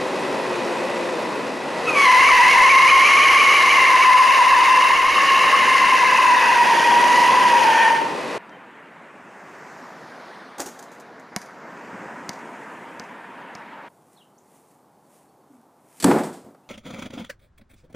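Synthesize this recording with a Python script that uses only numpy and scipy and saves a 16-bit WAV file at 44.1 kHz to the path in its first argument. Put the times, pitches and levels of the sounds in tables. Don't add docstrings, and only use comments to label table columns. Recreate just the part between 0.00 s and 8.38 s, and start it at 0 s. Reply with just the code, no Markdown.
import sys
import numpy as np
from scipy import signal
from scipy.fft import rfft, irfft, next_fast_len
from scipy.io import wavfile
from scipy.ndimage import uniform_filter1d

SR = 44100
rng = np.random.default_rng(int(sys.argv[2]) if len(sys.argv) > 2 else 0)


def generate_wav(sig):
    pcm = np.round(np.clip(np.atleast_2d(sig).T, -1, 1) * 32767).astype(np.int16)
    wavfile.write(sys.argv[1], SR, pcm)


N = 369558
TIME = np.arange(N) / SR

# time in seconds, rate in Hz.
SLIP_RATE = [(2.1, 1020), (2.25, 1030), (2.42, 994.4), (3.1, 1092), (3.6, 1077), (3.9, 1028), (4.5, 1011),
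             (5.3, 1066), (6.4, 988.7), (6.82, 934), (7.1, 965.6), (7.38, 982.5), (7.76, 901), (8.0, 914)]
CHIRP_S = 1.895
SPIN_S = 2.03


def gain_of(db):
    return 10 ** (np.asarray(db) / 20)


def evened(x):
    return x / np.sqrt(np.mean(x ** 2) + 1e-20)


def curves(rows):
    s, *columns = np.transpose(rows)
    return [np.interp(TIME, s, c) for c in columns]


def read(points, hz):
    f, value = np.transpose(points)
    return np.interp(np.log(hz + 1), np.log(f + 1), value)


def filtered(x, response):
    size = next_fast_len(N + SR // 4)
    return irfft(rfft(x, size) * response(np.fft.rfftfreq(size, 1 / SR)), size)[..., :N]


def coloured(x, points):
    return evened(filtered(x, lambda f: gain_of(read(points, f))))


def wander(rate_hz):
    lowpass = signal.butter(2, min(rate_hz, SR / 4), fs=SR, output="sos")
    return evened(signal.sosfilt(lowpass, rng.standard_normal(N)))


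def phase_of(hz):
    return 2 * np.pi * np.cumsum(hz) / SR


def change(at_s, over_s):
    return .5 + .5 * np.tanh((TIME - at_s) / (2 * over_s))


def bump(at_s, width_s):
    return np.exp(-((TIME - at_s) / width_s) ** 2)


def tyre(detune, lag_turns, flutter_db, rasp, fuzz):
    # time in seconds, level in dB.
    swing_curve = [(1.94, -23), (2.01, -15), (2.8, -12.5), (3.05, -15.5), (3.75, -16.5), (4.05, -11.5),
                   (4.8, -13.5), (4.98, -21.5), (5.7, -21), (6.0, -17.5), (6.9, -18.5), (7.3, -16.5),
                   (7.8, -18.5), (8.0, -19.5)]
    # multiple of the slip rate, level before the bite in dB.
    overtones = [(3, -21), (4, -18), (5, -20)]
    (slip_hz, turns, lift), (tone_db,) = wheel(), curves(swing_curve)
    rise = lift * grip(turns - lag_turns)

    steadying = gain_of(0.25 * (-18 - tone_db))
    jitter = .023 * (0.2997 + .7 * unrest()) * steadying
    unsteady = jitter * (.7 * wander(45) + rasp * wander(300))
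    phase = phase_of(slip_hz * (1 + detune + 1.35 * rise - .2 * lift + unsteady))

    frayed = 1 + fuzz * (wander(39) + 1j * wander(64))
    choke_db = 126 * rise + 5 * np.maximum(wander(40) - .4, 0)
    swing_db = np.minimum(tone_db - choke_db + flutter_db * wander(49.55), -13)
    tone = gain_of(swing_db + 1.5) * frayed * np.exp(1j * phase)

    phase = phase + .13 * wander(260)
    early_bite_db = 8 * np.exp(-np.maximum(TIME - SPIN_S, 0) / 0.39)
    low_pitch_db = -0.0353 * (curves(SLIP_RATE)[0] - 915)
    upper = sum(gain_of(db) * np.exp(1j * k * phase) for k, db in overtones)
    edge = gain_of(1.77) * np.exp(2j * phase) + gain_of(early_bite_db + low_pitch_db) * upper
    octave_db = heated(-19.5, -30) + patches_db()[0]
    edge_db = octave_db + 20 * rise + 2.0 * wander(94)
    return np.sqrt(2) * (tone + gain_of(edge_db) * edge)


def wheel():
    chirp_hz, drop_s = 244.7, .16
    slip_hz = curves(SLIP_RATE)[0] + chirp_hz * np.clip(1 - (TIME - CHIRP_S) / drop_s, 0, 2)
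    turns_per_s, spin_up_s, turns_behind = 6.4, .7, 1.8
    spun_s = TIME - SPIN_S
    turns = turns_per_s * spun_s - turns_behind * np.tanh(spun_s / spin_up_s)
    fresh, worn = .1, .028
    return slip_hz, turns, unrest() * (fresh + (worn - fresh) * change(4.7, .4))


def grip(turns):
    patches = [(0, 1, 14), (1 / 3, .55, 36), (-1 / 3, .4, 36)]
    return sum(height * np.cos(np.pi * (turns + place)) ** sharpness for place, height, sharpness in patches)


def unrest(build_s=0.058):
    return change(SPIN_S, build_s)


def heated(cold_db, hot_db):
    return cold_db + (hot_db - cold_db) * change(4.04, 0.28)


def patches_db():
    # middle in seconds, half width in seconds,
    # change of the octave in dB, of the chatter in dB, of the scrubbing in dB.
    track = [(5.03, .1, -0.5, -5, -3), (5.9, 0.24, 4, -1.5, 0), (7.17, 0.11, 5.5, -11, 2),
             (7.85, 0.085, 6.5, 5, -2)]
    return sum(np.outer(dbs, bump(s, width)) for s, width, *dbs in track)


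def sliding():
    slide_s, attack_s, ease_s, release_s = 1.923, 0.072, 7.801, 0.18
    attack = np.clip((TIME - slide_s) / attack_s, 0, 1)
    release = np.where(TIME < ease_s, 1, bump(ease_s, release_s))
    return gain_of(-7.5) * bump(CHIRP_S, 0.024) + attack * release


def chatter():
    # multiple of the slip rate, relative level in dB,
    # rms pitch jitter as a share, change of level once the car rolls forward in dB.
    blocks = [(1.66, -2.5, .04, -4.5), (1.86, -2.5, 0.061, -6.5), (2.6, -1, 0.018, -8.5),
              (2.75, -8, .03, -5), (3.35, -25.5, .035, 14), (3.62, -13.5, 0.032, -2.5)]
    slip_hz, turns, lift = wheel()
    hz = slip_hz * (1 + .7 * lift * grip(turns))
    rolling = change(6.61, 0.074)
    buzz = np.zeros(N)
    for multiple, db, jitter, roll_db in blocks:
        rough = 1 + 1.08 * wander(110.0)
        phase = phase_of(multiple * hz * (1 + jitter * wander(180.13)))
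        buzz += gain_of(db + roll_db * rolling) * rough * np.sin(phase)
    level_db = heated(-30, -30) + patches_db()[1]
    return np.sqrt(2) * unrest() * gain_of(level_db) * buzz


def scrub(first_db=-5):
    # frequency in Hz, relative level in dB.
    hiss_colour = [(110, -29), (300, -4.5), (550, 3), (800, 2.5), (1300, 2), (2900, 7.5), (3500, -7.5),
                   (4400, -2.5), (5400, -4.5), (6800, -5.5), (7700, -18), (10300, -11.5), (12000, -14.5)]
    hiss = coloured(rng.standard_normal(N) * gain_of(1.55 * wander(150)), hiss_colour)
    return gain_of(heated(-23, -26.5) + patches_db()[2] + first_db * (1 - unrest())) * hiss


def sheen(squeal):
    # distance above it in Hz, gain in dB.
    shifts = [(3900, -12.5), (7800, -17.5)]
    bright = np.diff(squeal, prepend=0)
    return sum(gain_of(db) * bright * np.exp(2j * np.pi * hz * TIME) for hz, db in shifts).real


def engine(pulse_db=-29, uneven_db=0.5):
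    # time in seconds, firings a second.
    firing_curve = [(0, 270), (1.1, 249), (1.5, 220), (1.9, 256), (2.4, 252), (3.3, 267), (3.7, 259),
                    (4.9, 264), (5.5, 250), (6.65, 244), (7.3, 270), (8.38, 237)]
    # time in seconds, level in dB.
    exhaust_level = [(0.0, -27), (1.0, -27), (1.61, -30), (1.96, -25.5), (2.1, -34), (2.15, -31.5),
                     (5.14, -36.5), (5.16, -32.5), (6.44, -32.5), (6.96, -25.5), (7.79, -29.5), (8.38, -29.5)]
    cylinders = [-3.5, -4, -2.5, -2.5, -2, -3.5, -3.5, -2]
    # centre in Hz, width in Hz, lift in dB.
    pipes = [(342, 190, -1), (579, 11, -1.5), (988, 290, 7.5), (1960, 110, 4.5), (2520, 230, 6)]
    # frequency in Hz, relative level in dB.
    roar_colour = [(130, -37.5), (220, -12), (292, -5.5), (363, -1.5), (423, -2), (525, 1.5), (746, -5),
                   (1170, -9.5), (1320, -10.5), (2000, -10.5), (2250, -14.5), (2710, -14.5), (3250, -18),
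                   (3720, -17.5), (12000, -35), (15600, -76), (22000, -120)]
    # frequency in Hz, relative level in dB.
    boom_colour = [(20, -57), (100, -21), (125, -8), (185, -3.5), (240, -2.5), (290, -4), (450, -8),
                   (2000, -83)]
    (firing_hz,), (level_db,) = curves(firing_curve), curves(exhaust_level)
    fired = np.cumsum(firing_hz * (1 + 0.00887 * wander(9.14))) / SR
    count = fired.astype(int)
    strength = gain_of(np.take(cylinders, count % len(cylinders)) + uneven_db * wander(88))

    clicks = np.diff(count, prepend=0) * strength
    pulses = evened(filtered(clicks, lambda f: (f > 10) / (1 + (f / 1300) ** 2)))
    puffs = evened(strength * (5.8 + np.exp(-(fired % 1) / 1.3)) * rng.standard_normal(N))
    gas = gain_of(pulse_db) * pulses + puffs

    def resonance(f):
        return gain_of(sum(db / (1 + (2 * (f - hz) / width) ** 2) for hz, width, db in pipes))

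    roar = gain_of(0.57) * coloured(filtered(gas, resonance), roar_colour)
    boom = gain_of(-12.0) * coloured(gas, boom_colour)
    note = gain_of(-19 + 7.1 * wander(7.1)) * np.sin(2 * np.pi * 2 * fired)
    return gain_of(level_db) * (roar + boom + note)


def next_lane():
    # time in seconds, pitch in Hz, level in dB.
    drone = [(0, 383, -28.5), (.35, 383, -36.5), (.6, 352, -31), (1.08, 351, -33.5), (1.5, 264.3, -37),
             (1.8, 233, -73)]
    hz, db = curves(drone)
    phase = phase_of(hz * (1 + 0.0045 * wander(24)))
    waver_db = 2 * wander(15)
    return gain_of(db + waver_db) * (np.sin(phase) + 0.55 * np.sin(phase * 3 / 2) + 0.29 * np.sin(2 * phase))


def pulls(fade_s=0.21, climb_hz_per_s=120):
    # start in seconds, length in seconds, first pitch in Hz, level in dB.
    gears = [(.6, .65, 486, -41), (2.5, 0.58, 503, -44), (4.0, .77, 504.3, -37.5)]
    out = np.zeros(N)
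    for start, length, hz, db in gears:
        held = np.clip(np.minimum(TIME - start, start + length - TIME) / fade_s, 0, 1)
        out += gain_of(db) * held * np.sin(phase_of(hz + climb_hz_per_s * (TIME - start)))
    return out * gain_of(2.2 * wander(14))


def rumble():
    # frequency in Hz, relative level in dB.
    low_colour = [(15, 6.5), (100, -2.5), (250, -12), (1000, -68)]
    rest_db, top_db, sag_db_per_s, end_s = -73, -47, 1.5, 6.85
    burnout = unrest() * (1 - change(end_s, .15)) * gain_of(top_db - sag_db_per_s * (TIME - SPIN_S))
    lumpy = rng.standard_normal(N) * gain_of(4.6 * wander(13.4))
    return (gain_of(rest_db) + burnout) * coloured(lumpy, low_colour)


def walls(x):
    # frequency in Hz, time to fall by 60 dB in seconds.
    decay = [(100, 0.53), (1000, 1), (3000, 0.66), (10000, 0.1)]
    taps = rng.choice([-1., 1.], SR // 2) * (rng.random(SR // 2) < 1500 / SR)
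    hz, t, z = signal.stft(taps, SR, nperseg=256)
    fading = gain_of(-60 * t / read(decay, hz)[:, None])
    tail = signal.istft(z * fading, SR, nperseg=256)[1]
    return np.std(x) * evened(signal.fftconvolve(x, tail)[:N])


def scene():
    # frequency in Hz, gain in dB.
    carcass = [(2400, 0.5), (3050, 6), (3550, -6), (4200, 2), (4750, -15)]
    # frequency in Hz, gain into the side signal in dB.
    spread = [(40, 1), (80, -14), (180, -13), (1000, -11.5), (2000, -15), (3200, -11), (3800, -7),
              (4600, -58)]
    # frequency in Hz, share of the middle added left and taken from the right.
    lean = [(50, 0), (150, 0.058), (1100, 0.098), (2000, 0)]
    near_tyre = tyre(detune=-.003, lag_turns=0., flutter_db=1.4, rasp=.8, fuzz=.16)
    far_tyre = tyre(detune=.005, lag_turns=0.061, flutter_db=6.0, rasp=1.692, fuzz=0.6)
    squeal = gain_of(-1.3) * near_tyre + gain_of(-7.0) * far_tyre
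    radiated = filtered(squeal.real, lambda f: gain_of(read(carcass, f)))
    rubber = radiated + sheen(squeal) + chatter() + scrub()
    direct = gain_of(2.0) * sliding() * rubber + engine() + next_lane() + pulls() + rumble()
    mid = direct + gain_of(-8.5) * walls(direct)
    scattered = filtered(walls(direct), lambda f: gain_of(read(spread, f)))
    side = scattered + filtered(mid, lambda f: read(lean, f))
    return np.array([mid + side, mid - side])


def record(dry, ceiling_db=-9, knee=1.21, edge_hz=11850):
    power = abs(uniform_filter1d(uniform_filter1d((dry ** 2).mean(0), size=220), size=220))
    limited = dry / (1 + (power / gain_of(ceiling_db) ** 2) ** knee) ** (.5 / knee)
    rounded = limited / (1 + (limited / .82) ** 8) ** (1 / 8)
    lowpass = signal.firwin(511, edge_hz, window=("kaiser", 9), fs=SR)
    return signal.oaconvolve(rounded, lowpass[None], "same")


dry = scene()
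out = record(dry)
generate_wav(out)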